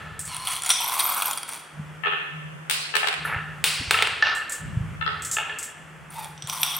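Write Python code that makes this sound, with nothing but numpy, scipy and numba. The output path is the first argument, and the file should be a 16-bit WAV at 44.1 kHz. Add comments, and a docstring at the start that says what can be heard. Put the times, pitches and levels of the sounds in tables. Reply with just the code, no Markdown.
"""In a bare, echoing room a plank's ring decays while a hand stirs glass marbles in a bowl: collision noise
excites wandering resonances. From 2 s knocks of glass sound on a wooden track, as contacts exciting plank
modes; marbles rattle along its groove or click together. Near 2.7 s and 3.6 s two fall and bounce on the
hard floor, as sharp pulses with diffuse echoes. From 6.1 s the hand stirs the bowl again.
Dull bumps, a low rumble and a room boom (filtered noise) accompany the handling; air murmurs throughout."""
import sys
import numpy as np
from scipy import signal
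from scipy.fft import rfft, irfft
from scipy.io import wavfile
from scipy.ndimage import uniform_filter1d
from numba import njit

SR = 44100
rng = np.random.default_rng(int(sys.argv[2]) if len(sys.argv) > 2 else 0)


def store_wav(level_fs):
    """Save 16-bit WAV to argv[1]."""
    pcm = np.round(np.clip(np.atleast_2d(level_fs), -1, 1) * 32767)
    wavfile.write(sys.argv[1], SR, pcm.T.astype(np.int16))


N = 299439
TIME = np.arange(N) / SR   # s
BURST, ATTACK = 4096, 220   # length of a burst and of its first 5 ms (samples)
CUTOFF_HZ = 15800   # top of the whole sound
# random level changes: scale (dB) and changes a second
CLUMP_DB, CLUMPS_PER_S = 1.8, 90


def from_db(db):
    """Logarithmic level: decibels to amplitude gain."""
    return 10 ** (np.asarray(db) / 20)


def rms_one(x):
    """Normalisation: scale to an rms of 1."""
    return x / np.sqrt(np.mean(x ** 2) + 1e-20)


def in_time(rows):
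    """Linear interpolation: the columns of a curve, sample by sample."""
    s, *columns = np.transpose(rows)
    return [np.interp(TIME, s, c) for c in columns]


def at_hz(points, hz):
    """Logarithmic frequency axis: read a curve at the given frequencies."""
    f, value = np.transpose(points)
    return np.interp(np.log(np.maximum(hz, 1)), np.log(f), value)


def cut(x, hz, kind, order=2):
    """Butterworth filtering: a maximally flat pass band."""
    sections = signal.butter(order, np.minimum(hz, SR / 2 - 100), kind, fs=SR, output="sos")
    return signal.sosfilt(sections, x + 1e-18)


def resonate(x, hz, width_hz):
    """Damped resonance: a pole pair whose radius sets the bandwidth, gain 1 on top."""
    r = np.exp(-np.pi * width_hz / SR)
    zeros = np.array([1, 0, -1]) * (1 - r * r) / 2
    poles = [1, -2 * r * np.cos(2 * np.pi * hz / SR), r * r]
    return signal.lfilter(zeros, poles, x + 1e-18)


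@njit
def moving_resonance(x, hz, width_hz):
    """Time-varying resonance: a decaying phasor whose pitch and width change from sample to sample."""
    out, state = np.zeros(len(x)), 0j
    for i in range(len(x)):
        state = state * np.exp(np.pi * (2j * hz[i] - width_hz[i]) / SR) + x[i] + 1e-18
        out[i] = state.real
    return out


def drift(per_s, size):
    """Slow random modulation: straight lines between normal values drawn this often."""
    step = SR / per_s
    return np.interp(np.arange(size) / step, np.arange(size), rng.standard_normal(size))


def body(x, modes, spread_db):
    """Modal superposition: every contact excites each resonance with a strength of its own."""
    out = 0
    for k, (hz, width, db) in enumerate(modes):
        struck = x * from_db(db + spread_db * rng.standard_normal(len(x)))
        out = out + (-1) ** k * resonate(struck, hz, width)
    return out


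# wandering of a resonance: scale (Hz) and changes a second
WAVER_HZ, WAVER_PER_S = 40, 18


def wavering_body(x, modes, spread_db):
    """Modal superposition with wandering modes: each resonance drifts in pitch as the marbles shift."""
    out = 0
    for hz, width, db in modes:
        struck = x * from_db(db + spread_db * rng.standard_normal(N))
        pitch = hz + WAVER_HZ * drift(WAVER_PER_S, N)
        out = out + 2 * np.pi * width / SR * moving_resonance(struck, pitch, np.full(N, width))
    return out


def pulse(spectrum):
    """Minimum phase: folding the cepstrum gives the most compact causal pulse with this spectrum."""
    cepstrum = irfft(np.log(from_db(at_hz(spectrum, np.fft.rfftfreq(BURST, 1 / SR)))))
    cepstrum[1:BURST // 2] *= 2
    cepstrum[BURST // 2:] = 0
    return irfft(np.exp(rfft(cepstrum)))


def contact(scatter, t60):
    """Impulsive excitation: a click with a decaying noise spray of chatter and near reflections."""
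    spray = rng.standard_normal(BURST) * from_db(-60 * np.arange(BURST) / SR / t60)
    return signal.unit_impulse(BURST) + scatter * spray / np.linalg.norm(spray)


def add(out, s, burst, db):
    """Superposition: mix in a burst whose first 5 ms have this rms level."""
    at = int(s * SR)
    out[at:at + BURST] += (burst * from_db(db) / np.sqrt(np.mean(burst[:ATTACK] ** 2)))[:N - at]


def steady(x, window_s):
    """Level equalisation: divide a random sound by its running rms."""
    power = np.abs(uniform_filter1d(x * x, int(window_s * SR)))
    return x / np.sqrt(power + 1e-3 * np.mean(x * x))


def stereo(mid, side, width):
    """Mid-side principle: left and right from a shared and an opposed part."""
    return mid + width * side * np.array([[1], [-1]])


def collisions(per_s, spread_db):
    """Poisson-like process: impulses at random moments, of random size and sign."""
    sizes = from_db(spread_db * np.minimum(rng.exponential(1, N), 3)) * rng.choice([-1, 1], N)
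    return sizes * (rng.random(N) < per_s / SR)


def gesture(start, end, attack_s, release_db_per_s, arch_db):
    """Amplitude envelope: linear onset, sine arch in decibels (half of arch_db below 0 at its top), decay."""
    arch = np.sin(np.pi * np.clip((TIME - start) / (end - start), 0, 1))
    onset = np.clip((TIME - start) / attack_s, 0, 1)
    return onset * from_db(arch_db * (arch - 1.5) - release_db_per_s * np.maximum(TIME - end, 0))


# air spectrum: [f/Hz, relative level/dB per Hz]
AIR_SPECTRUM = [(110, -10.5), (404, -7.5), (1050, -7), (1270, -3.5), (1750, -6), (3370, -16), (3800, -29),
                (8610, -25), (16000, -42)]
# air level: [t/s, level/dB]
AIR_LEVEL = [(0, -42), (0.3, -51), (1.9, -45.5), (4.8, -44), (6.79, -49)]


def background():
    """Spectral shaping of noise: white noise becomes the steady murmur of air in the room."""
    white = stereo(*rng.standard_normal((2, N)), width=0.47)
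    hiss = irfft(rfft(white) * from_db(at_hz(AIR_SPECTRUM, np.fft.rfftfreq(N, 1 / SR))), N)
    return rms_one(cut(hiss, 82, "high")) * from_db(in_time(AIR_LEVEL)[0])


# reverberation time of the room: [f/Hz, t60/s]
ROOM_T60 = [(150, 1.44), (700, 0.7), (1500, 0.92), (3000, 1.06), (5500, 0.68), (9000, 0.66), (13000, 0.32)]


def room(x, build_s, hold_s, width, treble_db):
    """Diffuse reverberation: dense echoes build up, hold, then decay exponentially band by band."""
    t, edges, tail = TIME[:int(SR * 3 / 2)], np.geomspace(100, 17000, 25), 0
    hz = np.fft.rfftfreq(len(t), 1 / SR)
    white = rfft(stereo(*rng.standard_normal((2, len(t))), width))
    for low, high in zip(edges, edges[1:]):
        centre = np.sqrt(low * high)
        band = irfft(white * ((hz >= low) & (hz < high)), len(t))
        band = band * from_db(CLUMP_DB * drift(CLUMPS_PER_S, len(t)))
        decay_db = 60 * np.maximum(t - hold_s, 0) / at_hz(ROOM_T60, centre)
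        tail = tail + band * from_db(treble_db * centre / CUTOFF_HZ - decay_db)
    tail = tail * (1 - np.exp(-t / build_s)) / np.sqrt(SR / 10)
    return signal.fftconvolve(x[None], tail, axes=1)[:, :N]


# resonances of the wooden track: [f/Hz, width/Hz, level/dB]
TRACK = [(424, 39, -11), (836, 150, -11), (1311, 57, 5), (1753, 55, 6), (2160, 130, -9.5), (2680, 250, -7),
         (3390, 290, -9.5), (4280, 1400, -17)]
# ring of an earlier knock: level (dB) and fading (dB a second)
OPENING_RING_DB, OPENING_FADE_DB_PER_S = -40.5, 26


def opening_ring():
    """Exponential decay: noise through the plank's modes, the echo of an earlier knock dying away."""
    ring = cut(body(rng.standard_normal(N), TRACK, spread_db=1.5), 4000, "low", order=4)
    return rms_one(ring) * from_db(OPENING_RING_DB - OPENING_FADE_DB_PER_S * TIME)


# the hand presses and shifts things: [start t/s, end t/s, rumble level/dB, boom level/dB], before the envelope
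HANDLING = [(-0.1, 0.33, -43, -42.5), (1.71, 1.856, -47.5, -33.5), (2.252, 2.575, -54, -35.5),
            (3.116, 3.7, -45.5, -37.5), (3.724, 4.178, -43, -62), (4.57, 4.983, -33, -33),
            (4.982, 5.305, -43, -49), (5.714, 6.784, -54.5, -44)]
HANDLING_ATTACK_S, HANDLING_ARCH_DB = 0.085, 4
RUMBLE_RELEASE_DB_PER_S, BOOM_RELEASE_DB_PER_S = 34, 31.5
# what is left of both while the hand rests
RESTING_RUMBLE_DB, RESTING_BOOM_DB = -78, -60
# dull bumps: [t/s, peak level of the envelope/dB, f/Hz]
BUMPS = [(1.793, -28, 170), (3.361, -24, 97), (3.797, -27.5, 84), (3.807, -32.5, 258), (3.878, -28, 74),
         (4.769, -13.5, 115), (4.806, -17.5, 98), (4.877, -27, 115), (6.442, -32, 130)]


def handling():
    """Low-frequency excitation: noise drives a rumble and one room resonance; bumps are short sine pulses."""
    gains = from_db([[RESTING_RUMBLE_DB], [RESTING_BOOM_DB]])
    releases = np.array([[RUMBLE_RELEASE_DB_PER_S], [BOOM_RELEASE_DB_PER_S]])
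    for start, end, rumble_db, boom_db in HANDLING:
        press = gesture(start, end, HANDLING_ATTACK_S, releases, HANDLING_ARCH_DB)
        gains = np.maximum(gains, from_db([[rumble_db], [boom_db]]) * press)
    rumble_gain, boom_gain = gains
    white = stereo(*rng.standard_normal((2, N)), width=0.4)
    low_noise = cut(cut(white, 92, "high", order=3), 93, "low", order=3)
    rumble = steady(low_noise, window_s=0.11) * rumble_gain
    room_mode = resonate(resonate(white, 151.0, 15.0), 153.4, 8.8)
    boom = steady(room_mode, window_s=0.068) * boom_gain
    bumps = np.zeros(N)
    for s, db, hz in BUMPS:
        age = np.maximum(TIME - s, 0)
        swell = age / 0.006   # the envelope peaks after 6 ms
        bumps += from_db(db) * swell ** 2 * np.exp(2 - 2 * swell) * np.sin(2 * np.pi * hz * age)
    return rumble + boom + bumps


def bounce_times(s, first_s, shrink, count):
    """Inelastic rebound: each flight lasts a fixed share of the one before."""
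    return s + np.append(0, np.cumsum(first_s * shrink ** np.arange(count - 1)))


# falling marbles: [t/s, level/dB, first flight/s, share of speed kept at a bounce, lower lingering ring lift/dB]
FALLS = [(2.6981, -13, .2561, .464, -19), (3.6411, -10.5, .268, .427, -1)]
# successive floor contacts: [level relative to the fall/dB]
FLOOR_CONTACT_DB = [-0.5, 0.5, -1.5, -9.5]
# glass on hard floor: [f/Hz, relative level/dB per Hz]
CLACK_COLOUR = [(280, -32.5), (420, -3.5), (620, -12.5), (900, -3.5), (2400, 3), (4200, -1.5), (6200, -13),
                (8300, -3.5), (10000, -7.5), (12500, -22), (15500, -8)]
# treble lift and room share of the first contact, and what each later one loses; the mix scales the room share
CLACK_TREBLE_DB, DULLER_PER_BOUNCE_DB = 7.5, 13.5
CLACK_ROOM_DB, DRIER_PER_BOUNCE_DB = -1.45, 3


def floor_clacks():
    """Hard impact: one sharp pulse a bounce, ever duller and drier; returns direct sound and room feed."""
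    direct, sent = np.zeros(N), np.zeros(N)
    plain = pulse(CLACK_COLOUR)
    treble = cut(plain, 3200, "high", order=1)
    for landing, fall_db, flight_s, kept, _ in FALLS:
        for k, s in enumerate(bounce_times(landing, flight_s, kept, count=len(FLOOR_CONTACT_DB))):
            db = fall_db + FLOOR_CONTACT_DB[k]
            clack = plain + (from_db(CLACK_TREBLE_DB - DULLER_PER_BOUNCE_DB * k) - 1) * treble
            scattered = signal.fftconvolve(contact(scatter=0.85, t60=0.034), clack)[:BURST]
            add(direct, s, scattered, db)
            add(sent, s, clack, db + CLACK_ROOM_DB - DRIER_PER_BOUNCE_DB * k)
    return direct, sent


# two rings after each fall: level relative to the fall (dB), t60 (s), filter width (Hz), pitches (Hz)
LINGER_DB, LINGER_T60_S, LINGER_WIDTH_HZ, LINGER_HZ = -19, 1.18, 1100, (2650, 4400)


def lingering_ring(build_s=0.023):
    """Frequency-selective reverberation: two fluttering noise bands linger after each fall."""
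    out = np.zeros((2, N))
    for landing, db, _, _, lift_db in FALLS:
        age = np.maximum(TIME - landing, 0)
        white = stereo(*rng.standard_normal((2, N)), width=0.32)
        for hz, ring_db in zip(LINGER_HZ, (LINGER_DB + lift_db, LINGER_DB)):
            band = rms_one(resonate(resonate(white, hz, LINGER_WIDTH_HZ), hz, 2 * LINGER_WIDTH_HZ))
            flutter_db = CLUMP_DB * drift(CLUMPS_PER_S, N)
            build = 1 - np.exp(-age / build_s)
            out += band * build * from_db(db + ring_db + flutter_db - 60 * age / LINGER_T60_S)
    return out


# envelope shared by groove rolls and stirring
STIR_ATTACK_S, STIR_RELEASE_DB_PER_S, STIR_ARCH_DB = 0.0034, 296, 3.5
# rattling along the groove: [start t/s, end t/s, level before the envelope/dB, top f/Hz]
ROLLS = [(3.266, 3.375, -28, 2470), (4.235, 4.326, -27.5, 5350)]


def groove_rolls():
    """Repeated impact: a marble chatters against the groove's sides in quick, uneven, dry ticks."""
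    out = np.zeros(N)
    ticks = cut(collisions(per_s=880, spread_db=-1.5), 1060, "high")
    ticks = cut(ticks, 2600, "low", order=1)
    for start, end, db, top_hz in ROLLS:
        rattle = steady(cut(ticks, top_hz, "low", order=8), window_s=0.04)
        out += from_db(db) * rattle * gesture(start, end, STIR_ATTACK_S, STIR_RELEASE_DB_PER_S, STIR_ARCH_DB)
    return out


# marble against marble: [t/s, level/dB, f/Hz, delay of second click/s, second click relative level/dB]
CLINKS = [(0.193, -28, 8200, 0.06, -5), (3.247, -44.5, 10800, 0.0084, 5.5), (4.351, -36, 7950, 0.017, -7),
          (4.496, -30.5, 7770, 0.026, 4), (5.2221, -33, 7700, 0.027, 5), (5.314, -23.5, 7430, 0.018, -3),
          (5.587, -30, 7770, 0.042, 0)]


def marble_clinks():
    """Momentum transfer: a blow is passed on, so two short contacts each give a bright, grainy chatter."""
    out = np.zeros(N)
    for first, first_db, hz, gap_s, second_db in CLINKS:
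        for s, db in ((first, first_db), (first + gap_s, first_db + second_db)):
            hit = contact(scatter=2.8, t60=0.26)
            click = resonate(hit, hz, 1150) + from_db(-35) * cut(hit, 1100, "high")
            add(out, s, click, db)
    return out


# knocks on the track; the one at 2.068 s is a late repeat of the one at 2.058 s:
# [t/s, level before the mix/dB, top of contact spectrum f/Hz, lift of the outer resonances/dB]
KNOCKS = [(2.0358, -22, 3420, 4), (2.058, -19.5, 3600, 0.5), (2.068, -20, 3460, 6.5),
          (2.122, -20.5, 3340, -0.5), (2.9393, -20, 3660, 2.5), (3.030, -20, 3270, 3.5),
          (3.250, -23.5, 2530, -6), (3.324, -28.5, 2550, -2), (3.345, -24.5, 2700, -1),
          (3.9418, -18, 4100, 1), (3.988, -19.5, 3870, 10), (4.224, -12.5, 6030, -1),
          (4.269, -21.5, 4940, 4), (4.326, -26, 4000, -3), (5.011, -23, 3770, 2.5),
          (5.063, -20.5, 4800, -0.5), (5.077, -25.5, 4250, -1.5), (5.3673, -21, 3500, 3),
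          (5.3841, -22, 3760, 7), (5.495, -29, 3720, 3.5)]
KNOCK_DETUNE = 0.004   # scale of the random pitch change from knock to knock (share)


def track_knocks():
    """Modal excitation: a soft contact of glass on wood rings the plank, its outer modes more or less."""
    out = np.zeros(N)
    for s, db, top_hz, lift_db in KNOCKS:
        detune = 1 + KNOCK_DETUNE * rng.standard_normal()
        modes = []
        for hz, width, level in TRACK:
            outer = not 1000 < hz < 2000
            modes.append((hz * detune, width, level + lift_db * outer))
        ring = body(contact(scatter=1.58, t60=0.025), modes, spread_db=1)
        add(out, s, cut(ring, top_hz, "low", order=8), db)
    return out


# marbles striking the bowl wall: [t/s, level/dB]
TAPS = [(0.704, -14), (6.378, -43), (6.423, -32), (6.498, -24.5), (6.632, -16.5)]
# wall resonances: [f/Hz, width/Hz, level/dB]
WALL = [(3330, 380, -1), (5810, 160, 2), (8100, 140, -4.5)]


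def wall_taps():
    """Modal excitation: a tap rings the wall of the bowl without a crack."""
    out = np.zeros(N)
    for s, db in TAPS:
        add(out, s, body(contact(scatter=0.7, t60=0.04), WALL, spread_db=2), db)
    return out


# softly sliding marbles: [start t/s, end t/s, level/dB, first f/Hz, last f/Hz, overtone level/dB]
SLIDES = [(0.273, 0.377, -38, 1090, 920, 5), (0.346, 0.563, -37.5, 1030, 1040, -1),
          (6.148, 6.28, -36, 896, 840, -10.5)]
# their partials: [multiple of f, level/dB]
SLIDE_PARTIALS = [(1, 6), (2.2, -2), (2.8, 1), (4.12, 3), (5.3, -6)]


def slides(width_hz=55):
    """Friction excitation: tiny slips ring a few partials that glide, swell and fade."""
    out = np.zeros(N)
    for start, end, db, first_hz, last_hz, overtones_db in SLIDES:
        during = (TIME >= start) & (TIME < end)
        slips = collisions(per_s=900, spread_db=3)[during]
        hz = np.linspace(first_hz, last_hz, len(slips))
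        ring = 0
        for k, (multiple, level) in enumerate(SLIDE_PARTIALS):
            widths = np.full(len(hz), width_hz * np.sqrt(multiple))
            partial = moving_resonance(slips, hz * multiple, widths)
            ring = ring + from_db(level + overtones_db * (k > 0)) * partial
        out[during] += from_db(db) * np.hanning(len(hz)) ** (1 / 4) * rms_one(ring)
    return cut(out, 610, "high")


# glass on glass: [f/Hz, relative level/dB per Hz]
RATTLE_COLOUR = [(200, -57), (500, -8.5), (750, 9.5), (1400, 0), (2700, 7), (4500, -3), (6800, -15),
                 (9000, 13.5), (10500, 13.5), (14000, -50.5)]


def crack(touches):
    """Convolution: every touch releases the broad crack of glass on glass."""
    return from_db(-9.5) * signal.fftconvolve(touches, pulse(RATTLE_COLOUR))[:len(touches)]


# glassy pitches of single collisions: range (Hz), width (Hz), and gain in a jolt (dB)
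OWN_PITCH_HZ, OWN_WIDTH_HZ, OWN_RING_DB = (2184, 10650), 320, 7


def small_contacts():
    """Random excitation of resonators: scattered little clicks ring briefly at one of twenty pitches."""
    clicks = 0
    for hz in np.geomspace(*OWN_PITCH_HZ, num=20):
        clicks = clicks + resonate(collisions(per_s=16, spread_db=0.5), hz, OWN_WIDTH_HZ)
    return rms_one(clicks)


# resonance between hand and bowl as the hand shifts: [t/s, f/Hz, width/Hz]
HOLLOW = [(0.46, 1120, 110), (0.81, 960, 71.6), (1.05, 1095, 240), (1.19, 1190, 403), (1.33, 990, 300),
          (6.2, 805, 70), (6.5, 1110, 160), (6.6, 1000, 150), (6.75, 1140, 200)]


def hollow(touches):
    """Cavity resonance: the air between hand and bowl rings at a pitch that moves with the hand."""
    ring = moving_resonance(touches, *in_time(HOLLOW))
    return cut(cut(ring, 590, "high", order=4), 1720, "low")


# the hand stirs the bowl: [start t/s, end t/s, rattle level before the envelope/dB, ring relative to rattle/dB]
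STIRS = [(0.267, 0.465, -37, -50), (0.45, 0.569, -26, -19), (0.64, 0.797, -27.5, -23),
         (0.8, 1.314, -26.5, -5), (1.475, 1.577, -35, -19), (6.102, 6.27, -42, -9),
         (6.476, 6.774, -31.5, -8.5)]
# hollow relative to the rattle (dB), plus its share of the ring's decibels
HOLLOW_DB, HOLLOW_FOLLOWS_RING = 0.5, 0.71


def stirring():
    """Common modulation: one movement of the hand drives the gains of rattle, hollow and glassy ring."""
    gains = np.zeros((3, N))
    for start, end, db, ring_db in STIRS:
        stir = from_db(db) * gesture(start, end, STIR_ATTACK_S, STIR_RELEASE_DB_PER_S, STIR_ARCH_DB)
        shares = from_db([0, HOLLOW_DB + HOLLOW_FOLLOWS_RING * ring_db, ring_db])
        gains = np.maximum(gains, np.outer(shares, stir))
    return gains


# resonances of the heap in the bowl: [f/Hz, width/Hz, level/dB]
BOWL = [(1354, 102, 4.5), (2185, 350, 1.5), (3313, 100, 6), (4330, 440, -5), (5770, 110, -0.5),
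        (7950, 110, -2), (9030, 720, -0.5)]
# glassy ring of the marbles: [f/Hz, width/Hz, level/dB]
GLASS_RING = [(11400, 200, -8), (13020, 90, 0), (15250, 170, -7)]


def rummaging():
    """Stochastic excitation: clumps of fine touches drive the heap, with pitched clicks and sharp ticks."""
    rattle_gain, hollow_gain, ring_gain = stirring()
    touches = collisions(per_s=750, spread_db=1.0)
    rattle = steady(crack(touches) + wavering_body(touches, BOWL, spread_db=1.0), window_s=0.06)
    ticks = steady(cut(collisions(per_s=70, spread_db=3), 1500, "high"), window_s=0.15)
    rattle = from_db(-2) * rattle + from_db(-12) * small_contacts() + from_db(-13) * ticks
    air = steady(hollow(touches), window_s=0.051)
    ring = steady(wavering_body(touches, GLASS_RING, spread_db=8.5), window_s=0.051)
    stirred = rattle * rattle_gain + air * hollow_gain + ring * ring_gain
    return stirred * from_db(CLUMP_DB * drift(CLUMPS_PER_S, N))


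# collisions that stand out in the bowl: [t/s, level/dB]
JOLTS = [(0.277, -35), (0.346, -29.5), (0.366, -28), (0.472, -21.5), (0.509, -27.5), (0.538, -36),
         (0.564, -28.5), (0.621, -28), (0.635, -25.5), (0.647, -29.5), (0.6616, -22.5), (0.6919, -18),
         (0.701, -16), (0.714, -20), (0.738, -26), (0.819, -28), (0.9952, -19.5), (1.004, -18.5),
         (1.167, -28.5), (1.221, -21.5), (1.255, -29.5), (1.3107, -23.5), (1.332, -25), (1.3745, -25),
         (1.383, -30.5), (1.431, -29.5), (1.491, -29), (1.534, -32), (6.245, -35), (6.473, -32),
         (6.6312, -20)]
# chatter t60 of the lightest jolts, and what the hardest adds (s)
LIGHT_CHATTER_S, HARD_CHATTER_S = 0.009, 0.09
# short glassy pings of glancing touches: [t/s, level/dB, f/Hz]
PINGS = [(0.843, -29, 11500), (0.862, -33, 11100), (0.878, -26.5, 12000), (1.041, -20, 13000),
         (1.063, -21, 13000), (1.097, -24, 12900), (1.1445, -27, 11600), (1.258, -21.5, 12850),
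         (6.103, -41.5, 9340), (6.617, -24, 12500), (6.6312, -21, 13200), (6.765, -24, 13200)]
PING_WIDTH_HZ = 260   # of the first filter; the second is twice as wide


def jolts():
    """Impact strength: harder collisions chatter longer as they tick, crack and ring; glancing ones ping."""
    out, hardest_db = np.zeros(N), max(db for _, db in JOLTS)
    tick = from_db(-1.5) * cut(signal.unit_impulse(BURST), 8100, "high")
    for s, db in JOLTS:
        energy = from_db(db - hardest_db) ** 2   # relative to the hardest
        hit = contact(scatter=3.3, t60=LIGHT_CHATTER_S + HARD_CHATTER_S * energy)
        own = from_db(OWN_RING_DB) * resonate(hit, rng.uniform(*OWN_PITCH_HZ), OWN_WIDTH_HZ)
        add(out, s, crack(hit) + body(hit, BOWL, spread_db=3.5) + own + tick, db)
    for s, db, hz in PINGS:
        touch = contact(scatter=1, t60=0.031)
        add(out, s, resonate(resonate(touch, hz, PING_WIDTH_HZ), hz, 2 * PING_WIDTH_HZ), db)
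    return out


def scene():
    """Superposition of direct and reverberant sound: contacts sit in the middle and feed the room."""
    knocks, clinks, taps = track_knocks(), marble_clinks(), wall_taps()
    bowl = rummaging() + jolts() + slides()
    clacks, clacks_sent = floor_clacks()
    track_feed = from_db(2.0) * knocks + from_db(4.0) * clacks_sent
    track_echoes = room(track_feed, build_s=0.0018, hold_s=0.03, width=0.34, treble_db=-1.5)
    glass_feed = from_db(-9.5) * clinks + from_db(-4.5) * bowl + from_db(1.5) * taps
    glass_echoes = room(glass_feed, build_s=0.0077, hold_s=0.011, width=0.35, treble_db=-0.5)
    direct = from_db(1.0) * knocks + groove_rolls() + clacks + clinks + bowl + taps
    echoes = track_echoes + glass_echoes + lingering_ring() + opening_ring()
    return direct + echoes + handling() + background()


# spans in which the right channel lags: [start t/s, end t/s]
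SLIPS = [(1.98, 3.2), (4.96, 5.14)]
SLIP_S = 0.0124   # the lag


def record(dry):
    """Delay, saturation and band limit: the right channel lags twice, peaks are rounded, the top is cut."""
    lagging = sum(1.0 * ((TIME > a) & (TIME < b)) for a, b in SLIPS)
    slipped = uniform_filter1d(lagging, ATTACK)   # short crossfades
    right = (1 - slipped) * dry[1] + slipped * np.roll(dry[1], round(SLIP_S * SR))
    rounded = 1.1 * np.tanh(np.array([dry[0], right]) / 1.1)
    return signal.sosfilt(signal.ellip(10, 0.2, 80, CUTOFF_HZ, fs=SR, output="sos"), rounded)


dry = scene()
out = record(dry)
store_wav(out)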